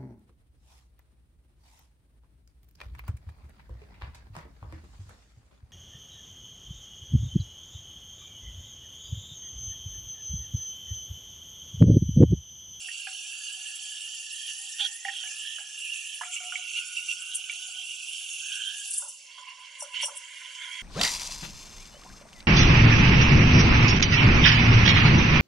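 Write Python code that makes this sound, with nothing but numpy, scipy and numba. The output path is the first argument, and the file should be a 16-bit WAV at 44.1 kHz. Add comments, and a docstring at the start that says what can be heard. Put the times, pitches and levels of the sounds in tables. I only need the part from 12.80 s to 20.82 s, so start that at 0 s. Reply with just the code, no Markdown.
"""In a small kitchen, a steam wand blasts into milk in a steel pitcher, close to a stereo microphone.
Noise grains for collapsing steam bubbles feed a broad roaring band and ring the milk and the pitcher;
the nozzle hisses above in flickering bands of noise. Now and then the tip gulps air (gliding sines) or
spits at the surface (choked bursts of bright noise); late on, foam lowers the milk's tones."""
import sys
import numpy as np
from scipy import signal
from scipy.fft import rfft, irfft, next_fast_len
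from scipy.io import wavfile
from numba import njit

SR = 44100
rng = np.random.default_rng(int(sys.argv[2]) if len(sys.argv) > 2 else 0)


def put_to_file(sound):
    """Save the sound as 16-bit audio at rate SR, in the file named by the first command-line argument."""
    columns = np.atleast_2d(sound).T  # one column per channel
    safe = np.clip(columns, -1, 1)
    whole_steps = np.round(safe * 32767)
    wavfile.write(sys.argv[1], SR, whole_steps.astype(np.int16))


N = 353682

# kitchen and microphone floor, spectral shape: f/Hz, level/dB
FLOOR_SHAPE = [(24, -51.5), (483, -21.5), (700, -15.5), (1100, -16), (2640, -120)]
FLOOR_DB = -77.5
# stereo lean over frequency: f/Hz, left minus right/dB
STEREO_LEAN = [(600, 9), (1100, -7.5), (3500, -5), (6000, -0.5), (11000, -3.5)]
ROOM_T60_S, ROOM_DB = 0.081, 2.5
CUTOFF_HZ = 11150

# a patch of the hiss flares up: t/s, f/Hz, level/dB
HISS_FLARES = [(2.51, 5470, -44), (3.538, 7300, -38.5)]
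FLARE_S, FLARE_WIDTH = 0.023, 0.45   # time from the top down to 1/e; width as a share of the pitch
# the tip spits at the surface: t/s, burst level/dB, ring level/dB
SURFACE_SPITS = [(4.556, -11.5, -30), (6.111, -17.5, -35), (6.141, -12.5, -43), (6.181, -10.5, -51),
                 (6.2116, -22, -35), (6.2372, -25, -46), (6.2635, -27, -61), (6.292, -26.5, -35),
                 (7.003, -26, -22.5), (7.025, -20.5, -30.5), (7.222, -20.5, -13.5), (7.235, -19, -29),
                 (7.256, -15, -39), (7.372, -19, -33)]
SPRAY_DB, SPRAY_S = -35, 0.05   # fizz that lingers after a spit: level against the spit, decay to 1/e
# pitcher modes: f/Hz, width/Hz, level/dB against their drive, share driven by the roar
PITCHER_MODES = [(4520, 560, -9.5, .9), (5785, 630, -13.5, 0.3), (6540, 370, -14, 0.29),
                 (3535, 240, -17, 0.33)]
# nozzle hiss, spectral shape: f/Hz, level/dB
HISS_SHAPE = [(3000, -45.5), (3900, -13.5), (5200, -6), (6500, -4.5), (8000, -1), (8500, -4), (10300, -2.5),
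              (11500, -14)]

# states of the froth; each sets the milk's pitches anew, and they climb as the air mixes in:
# t/s, low f/Hz, middle f/Hz, upper f/Hz, faint f/Hz, climb/(share per s), low level/dB,
# faint level/dB against the upper, low width/(share of its pitch), change in the first pitcher mode/dB
FROTH_STATES = [(0.0, 761.3, 1575, 2383, 1370, 0.089, -71.5, -10.5, 0.14, -5),
                (2.436, 759, 1672, 2510, 1270, 0.25, -70, -22.5, 0.21, -19),
                (2.786, 754, 1644, 2565, 1320, 0.14, -76, -25, 0.27, -12.5),
                (3.411, 732.3, 1390, 2320, 1258, 0.069, -74, -20.5, 0.14, -13.5),
                (4.694, 748, 1450, 2440, 1310, 0.09, -73.5, -23.5, 0.13, -12.5),
                (6.2, 548.4, 1001, 2126, 1550, 0.0027, -81, -15, 0.29, -7)]
# how much of the climb each resonance takes: low, middle, upper, faint [share]
CLIMB_BY_TONE = (0.21, 0.96, 0.35, 0.55)
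# resonance widths: middle, upper, faint [share of the pitch]
UPPER_WIDTHS = (0.23, 0.41, 0.4)
# how loud two of the resonances sing: t/s, middle level/dB, upper level/dB
SINGING = [(0.0, -65, -61.5), (1.46, -58, -64.5), (2.5, -55.5, -52), (3.5, -62, -49), (3.8, -61.5, -49),
           (4.2, -58, -55), (5.55, -69, -51.5), (5.77, -48.5, -49), (6.17, -62, -54.5), (6.3, -57, -81),
           (6.41, -85, -69), (6.5, -59, -59), (6.66, -48, -57.5), (6.95, -61.5, -51.5), (7.28, -51, -51.5),
           (7.45, -64, -47.5), (8.02, -60, -41.5)]
# narrow whistle at the heart of each resonance: low, middle, upper, faint [strength]
WHISTLE_GAINS = (0.18, 0.52, 0.25, 0.061)
WHISTLE_WIDTH = 0.22   # share of the resonance's width
UPPER_FOLLOWS = 0.77   # share of a surge's swell
# the tip gulps air: t/s, bubble level/dB, bubble f/Hz, low tone level/dB, tone hold/s
AIR_GULPS = [(0.0852, -30.5, 1860, -75, 0.029), (0.2693, -30, 1607, -39, 0.011),
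             (1.9989, -31.5, 1823, -42.5, 0.031), (2.2498, -20.5, 1904, -32.5, 0.044),
             (2.2837, -21, 1835, -66, 0.033), (2.4364, -36.5, 1640, -56.5, 0.026),
             (2.4728, -37, 2300, -61, 0.0099), (2.7836, -33.5, 1640, -56, 0.023),
             (3.4103, -29, 1010, -50, 0.013), (3.4131, -27.5, 1700, -49, 0.093),
             (3.433, -30.5, 1275, -51, 0.0096), (3.602, -44, 1440, -49, 0.047),
             (3.635, -39, 2260, -49, 0.056), (3.7219, -28.5, 1430, -49.5, 0.074),
             (3.7554, -18.5, 2250, -55, 0.011), (4.69, -41, 1464, -61, 0.029),
             (4.696, -20.5, 2320, -70, 0.02), (6.2203, -38, 942, -58, 0.034), (6.27, -49, 886, -76, 0.026),
             (6.5809, -40.5, 1095, -67, 0.012), (7.0204, -36, 954, -43.5, 0.026),
             (7.2294, -32, 970, -44.5, 0.024), (7.2814, -32.5, 944, -49, 0.042)]
STIR_DB, STIR_T60_S = -33, 0.57   # the low resonance sings on after a gulp, this far under its tone
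TONE_CHOKE_S = 0.02   # froth chokes a gulp's low tone to 1/e in this time
CLEAR_SHARE = 0.26   # the low tone blurs once its resonance is wider than half this share of its pitch
CRACKLE_CYCLES = 36   # small bubbles fall 60 dB within this many cycles of the big one

# the jet between surges: t/s, roar level/dB, roar centre f/Hz, hiss level/dB
STEADY_JET = [(0.0, -39.5, 2804, -42), (1.8, -43, 2908, -38.5), (2.2, -48.5, 2885, -39.5),
              (2.34, -38.5, 3164, -42.5), (2.51, -39.5, 2635, -38.5), (2.67, -38, 2980, -40.5),
              (2.87, -45.5, 2870, -43), (3.15, -35, 2680, -40), (3.45, -46.5, 2910, -40),
              (3.82, -38, 2763, -42.5), (4.3, -40.5, 2750, -39.5), (4.6, -40.5, 2880, -43),
              (5.65, -38, 2780, -39), (5.92, -39.5, 2970, -40.5), (6.14, -47, 2820, -36.5),
              (6.33, -55.5, 2760, -44), (6.55, -50, 2944, -55), (7.1, -50.5, 2870, -52.5),
              (7.6, -47, 2860, -48.5), (8.02, -41, 3050, -47.5)]
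# the jet surges: t/s, length/s, swell/dB, roar centre f/Hz
JET_SURGES = [(1.676, 0.03, 6.5, 2850), (1.999, 0.064, 17.5, 3190), (3.33, 0.014, 4, 2910),
              (3.536, 0.04, 6.5, 2770), (3.966, 0.014, 8, 2800), (4.175, 0.021, 7.5, 2610),
              (4.288, 0.036, 8.5, 2705), (5.738, 0.17, 3, 3036), (6.683, 0.028, 6.5, 2780),
              (7.151, 0.021, 20.5, 2830), (7.199, 0.043, 19.5, 2890), (7.82, 0.022, 5, 3100)]
SURGE_RISE_S, SURGE_FALL_S = 0.025, 0.017
ROAR_WIDTH_HZ = 887
# the loudest single collapses in the roar: t/s, level/dB
LOUD_COLLAPSES = [(0.045, -22), (2.761, -17.5), (3.047, -22), (3.142, -22), (3.562, -15), (3.719, -18),
                  (3.958, -18), (4.166, -14.5), (4.2925, -13.5), (4.638, -19), (5.716, -15.5), (5.813, -16),
                  (7.206, -25)]


def from_db(db):
    """Decibels to gain."""
    return 10 ** (np.asarray(db) / 20)


def rms_one(x):
    """Scales to rms 1."""
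    return x / np.sqrt(np.mean(x ** 2) + 1e-20)


def in_time(rows):
    """Table columns as curves, sample by sample."""
    s, *columns = np.transpose(rows)
    return [np.interp(np.arange(N) / SR, s, c) for c in columns]


def coloured(x, points, share=1):
    """Shapes a sound by f/Hz, level/dB points, joined on a logarithmic pitch scale."""
    size = next_fast_len(N)
    hz = np.maximum(np.arange(size // 2 + 1) * SR / size, 1)
    point_hz, point_db = np.transpose(points)
    db = np.interp(np.log(hz), np.log(np.maximum(point_hz, 1)), point_db)
    return irfft(rfft(x, size) * from_db(share * db), size)[..., :N]


def drift(rate_hz):
    """Slow random wander of rms 1: noise through two equal low-passes."""
    r = np.exp(-2 * np.pi * rate_hz / SR)
    wander = signal.lfilter([1], [1, -2 * r, r * r], rng.standard_normal(N + SR))
    return rms_one(wander[SR:])   # skips the filter's start


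@njit
def moving_pole(x, c, r):
    """Two-pole resonance whose centre and width move."""
    y = np.zeros(len(x))
    for i in range(2, len(x)):
        drive = (1 - r[i] * r[i]) / 2 * (x[i] - x[i - 2])
        y[i] = drive + 2 * r[i] * c[i] * y[i - 1] - r[i] * r[i] * y[i - 2]
    return y


def resonance(x, hz, width_hz):
    """Gain 1 on top; three passes of the stated width leave dark valleys."""
    c = np.cos(2 * np.pi * hz / SR) + np.zeros(N)
    r = np.exp(-np.pi * width_hz / SR) + np.zeros(N)
    for _ in range(3):
        x = moving_pole(x, c, r)
    return x


def collapses(per_s, spread_db, clump_db, smooth):
    """Random bubble collapses of uneven size, in clumps, over smooth turbulence; rms 1."""
    sizes = from_db(spread_db * np.minimum(rng.exponential(1, N), 5)) * rng.choice([-1, 1], N)
    grains = rms_one(sizes * (rng.random(N) < per_s / SR))
    clumps = from_db(clump_db * (drift(19.0) + drift(36)))
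    return rms_one((grains + smooth * rng.standard_normal(N)) * clumps)


def ping(hz, t60, glide, t, rise=0.00025):
    """A collapsing bubble: a quickly swelling, dying sine; a positive glide raises its pitch."""
    t = np.maximum(t, 0)
    sine = np.sin(2 * np.pi * hz * t * (1 + glide * t))
    return sine * from_db(-60 * t / t60) * (1 - np.exp(-(t / rise) ** 2))


def background_floor():
    """Faint kitchen and microphone noise: partly shared by both channels, partly opposed."""
    common, apart = rng.standard_normal((2, N))
    noise = common + 1.14 * apart * [[1], [-1]]
    return from_db(FLOOR_DB) * rms_one(coloured(noise, FLOOR_SHAPE) * from_db(3.1 * drift(7.6)))


def kitchen(x):
    """Steel, worktop and walls send back a short, bright tail, unlike in each channel."""
    t = np.arange(int(.3 * SR)) / SR
    bright = signal.lfilter([1, -0.7], [1], rng.standard_normal((2, len(t))))
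    tail = bright * from_db(-60 * t / ROOM_T60_S)
    tail = tail / np.sqrt(np.sum(tail ** 2, axis=1, keepdims=True))
    return signal.fftconvolve(x[None], tail, axes=1)[:, :N]


def flares():
    """Short swells of noise, each in a band of its own."""
    s, hz, db = np.transpose(HISS_FLARES)
    t = np.arange(N) / SR
    k = np.searchsorted((s[1:] + s[:-1]) / 2, t)   # nearest flare
    band = rms_one(resonance(collapses(6000, 2.0, 0.67, smooth=2.7), hz[k], FLARE_WIDTH * hz[k]))
    return from_db(db[k]) * np.exp(-((t - s[k]) / FLARE_S) ** 2) * band


def spits():
    """Each spit swells for some milliseconds and is choked off; it also shakes a pitcher mode."""
    bright, ring, t = np.zeros(N), np.zeros(N), np.arange(N) / SR
    for s, db, ring_db in SURFACE_SPITS:
        late = t - s - .003   # from the top of the spit
        bright += from_db(db - 12) * np.exp(np.where(late < 0, late / 0.0076, -late / 0.00051))
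        bright += from_db(db + SPRAY_DB) * (late > 0) * np.exp(-np.abs(late) / SPRAY_S)
        ring += from_db(ring_db - 13.5) * np.exp(np.where(late < 0, late / 0.0013, -late / 0.018))
    drive = collapses(4700, 2.5, 1.5, smooth=0.73)
    burst = bright * rms_one(resonance(drive, 8920, 3400))
    return burst + ring * rms_one(resonance(drive, PITCHER_MODES[1][0], 500))


def froth():
    """The froth table's columns, sample by sample; the first is the time since the state began."""
    t, rows = np.arange(N) / SR, np.array(FROTH_STATES)
    s, *columns = rows[np.maximum(np.searchsorted(rows[:, 0], t) - 1, 0)].T
    return [t - s] + columns


def pitcher_ring(hiss_db, roar_db):
    """Modes rung by collapses, following hiss and roar; each froth state sets the first, near 4.5 kHz."""
    out, drive = 0, collapses(4300, 6.3, 1.1, smooth=1.0)
    changes_db = [froth()[-1], 0, 0, 0]
    for (hz, width_hz, db, share), change_db in zip(PITCHER_MODES, changes_db):
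        ring = rms_one(resonance(drive, hz * from_db(0.12 * drift(4.0)), width_hz))
        driven_db = (1 - share) * hiss_db + share * roar_db
        out = out + from_db(db + change_db + driven_db + 2.4 * drift(3.5)) * ring
    return out


def hiss(level_db):
    """Nozzle hiss: noise in patches that flicker band by band, duller when weak."""
    out, edges = 0, np.geomspace(3500, 12500, 8)
    for low, high in zip(edges, edges[1:]):
        band = signal.butter(2, [low, high], "band", fs=SR, output="sos")
        tilt_db = 0.91 * np.minimum(level_db + 42.5, 0) * np.log2(low / 7000)
        flicker_db = 0.66 * drift(2.47) + 1.42 * drift(6.0) + 3.3 * drift(44)
        out = out + signal.sosfilt(band, rng.standard_normal(N)) * from_db(tilt_db + flicker_db)
    return from_db(level_db - 5.5) * rms_one(coloured(out, HISS_SHAPE))


def milk_tones(swell_db):
    """Pitches, widths and levels of four resonances: pitches reset at each froth state;
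    gulps stir the low one, surges the upper and faint."""
    t = np.arange(N) / SR
    since, *tones_hz, climb, low_db, faint_db, low_width, _ = froth()
    pitches = [hz * (1 + share * climb * since) * from_db(0.098 * drift(7.2))
               for hz, share in zip(tones_hz, CLIMB_BY_TONE)]
    stirred = np.zeros(N)
    for start, _, _, tone_db, _ in AIR_GULPS:
        i = int(start * SR)
        stirred[i:i + SR] += from_db(tone_db + STIR_DB - 60 * t[:min(SR, N - i)] / STIR_T60_S)
    mid_db, upper_db = in_time(SINGING)
    upper = from_db(upper_db + UPPER_FOLLOWS * swell_db)
    gains = (from_db(low_db) + stirred, from_db(mid_db), upper, upper * from_db(faint_db))
    return pitches, (low_width, *UPPER_WIDTHS), gains


def singing_milk(pitches, widths, gains):
    """Turbulence keeps four resonances of the milk singing, each with a narrow whistle at its heart."""
    out = 0
    for hz, share, gain, whistle in zip(pitches, widths, gains, WHISTLE_GAINS):
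        drive = collapses(1500, 2.9, 1.4, smooth=0.71)
        ringing = resonance(resonance(drive, hz, share * hz), hz, share * hz)
        ringing = rms_one(ringing / np.sqrt(share * hz))
        ringing = ringing + whistle * rms_one(resonance(ringing, hz, WHISTLE_WIDTH * share * hz))
        out = out + gain * from_db(2.4 * drift(2.0)) * rms_one(ringing)
    return out


def gulps(low_hz, low_width):
    """A big bubble's ping, a crackle of small ones, and a low milk tone that blurs in a wide resonance."""
    out, t = np.zeros(N), np.arange(int(.2 * SR)) / SR
    chance = rng.random((len(AIR_GULPS), 28, 3))   # delay, pitch and size of the small bubbles
    width_hz = low_width * low_hz
    shaken = resonance(collapses(900, 2.1, 1.5, smooth=0.5), low_hz, width_hz) / np.sqrt(width_hz)
    for (s, db, hz, tone_db, hold), small in zip(AIR_GULPS, chance):
        i = int(s * SR)
        crackle = 0
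        for u, v, w in small:   # later ones tend to be weaker
            bubble = ping(hz * 2.23 ** (v - .3), CRACKLE_CYCLES / hz, 4.4, t - 0.06 * u * u, rise=0.0013)
            crackle = crackle + from_db(-14 * u - 16 * w) * bubble
        clear = np.clip(2 - 2 * low_width[i] / CLEAR_SHARE, 0.4, 1)
        blurred = rms_one(shaken[i:i + len(t)]) * (1 - np.exp(-t / 0.0005))
        tone = clear * ping(low_hz[i], 1.0, 0, t, rise=0.0034) + (1 - 0.88 * clear) * blurred
        tone = tone * np.exp(-np.maximum(t - hold, 0) / TONE_CHOKE_S)
        pop = 1.1 * ping(hz, 0.035, 0.36, t, rise=0.0012) + 0.62 * crackle
        out[i:i + len(t)] += from_db(db) * pop + from_db(tone_db) * tone
    return out


def milk(swell_db):
    """The milk's singing resonances, and the gulps that shake the low one."""
    pitches, widths, gains = milk_tones(swell_db)
    return singing_milk(pitches, widths, gains) + gulps(pitches[0], widths[0])


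def surges(steady_hz):
    """Swell in dB (rise, hold, fall) and the roar's centre, drawn to each surge's pitch."""
    t = np.arange(N) / SR
    swell_db, hz = np.zeros(N), steady_hz.copy()
    for s, length, db, centre_hz in JET_SURGES:
        rise = (t - s) / SURGE_RISE_S + 1
        fall = (s + length - t) / SURGE_FALL_S + 1
        shape = np.clip(np.minimum(rise, fall), 0, 1)
        swell_db += db * shape
        hz += shape * (centre_hz - hz)
    return swell_db, hz


def roar(level_db, hz):
    """The bubble cloud at the tip rings in one broad, wandering band with a sharp lower edge."""
    drive = collapses(2500, 4.3, 1.1, smooth=0.84)
    broad = rms_one(resonance(drive, hz * from_db(0.24 * drift(15.0)), ROAR_WIDTH_HZ))
    whistle = rms_one(resonance(rng.standard_normal(N), hz * (1 + 0.054 * drift(5.95)), 270))
    cloud = broad + 0.75 * whistle * from_db(1.8 * drift(4.2))
    lower_edge = signal.cheby2(8, 40, 2100, "high", fs=SR, output="sos")
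    out = from_db(level_db) * rms_one(signal.sosfilt(lower_edge, cloud))
    t = np.arange(int(.05 * SR)) / SR
    for s, db in LOUD_COLLAPSES:
        i = int(s * SR)
        out[i:i + len(t)] += from_db(db + 5.0) * ping(hz[i], 0.024, 2.2, t, rise=0.0052)
    return out


def scene():
    """Pitcher and room, leaning left or right by frequency, over a faint floor."""
    steady_db, steady_hz, hiss_db = in_time(STEADY_JET)
    swell_db, roar_hz = surges(steady_hz)
    roar_db = steady_db + swell_db
    pitcher = flares() + spits() + pitcher_ring(hiss_db, roar_db) + hiss(hiss_db)
    pitcher = pitcher + milk(swell_db) + roar(roar_db, roar_hz)
    bass_cut = signal.cheby2(8, 50, 400, "high", fs=SR, output="sos")   # too small to radiate bass
    pitcher = signal.sosfilt(bass_cut, pitcher)
    left, right = pitcher + from_db(ROOM_DB) * kitchen(pitcher)
    leaning = [coloured(left, STEREO_LEAN, share=.5), coloured(right, STEREO_LEAN, share=-.5)]
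    return np.array(leaning) + background_floor()


def record(dry):
    """The top is cut steeply."""
    return signal.sosfilt(signal.ellip(14, .5, 80, CUTOFF_HZ, fs=SR, output="sos"), dry)


dry = scene()
out = record(dry)
put_to_file(out)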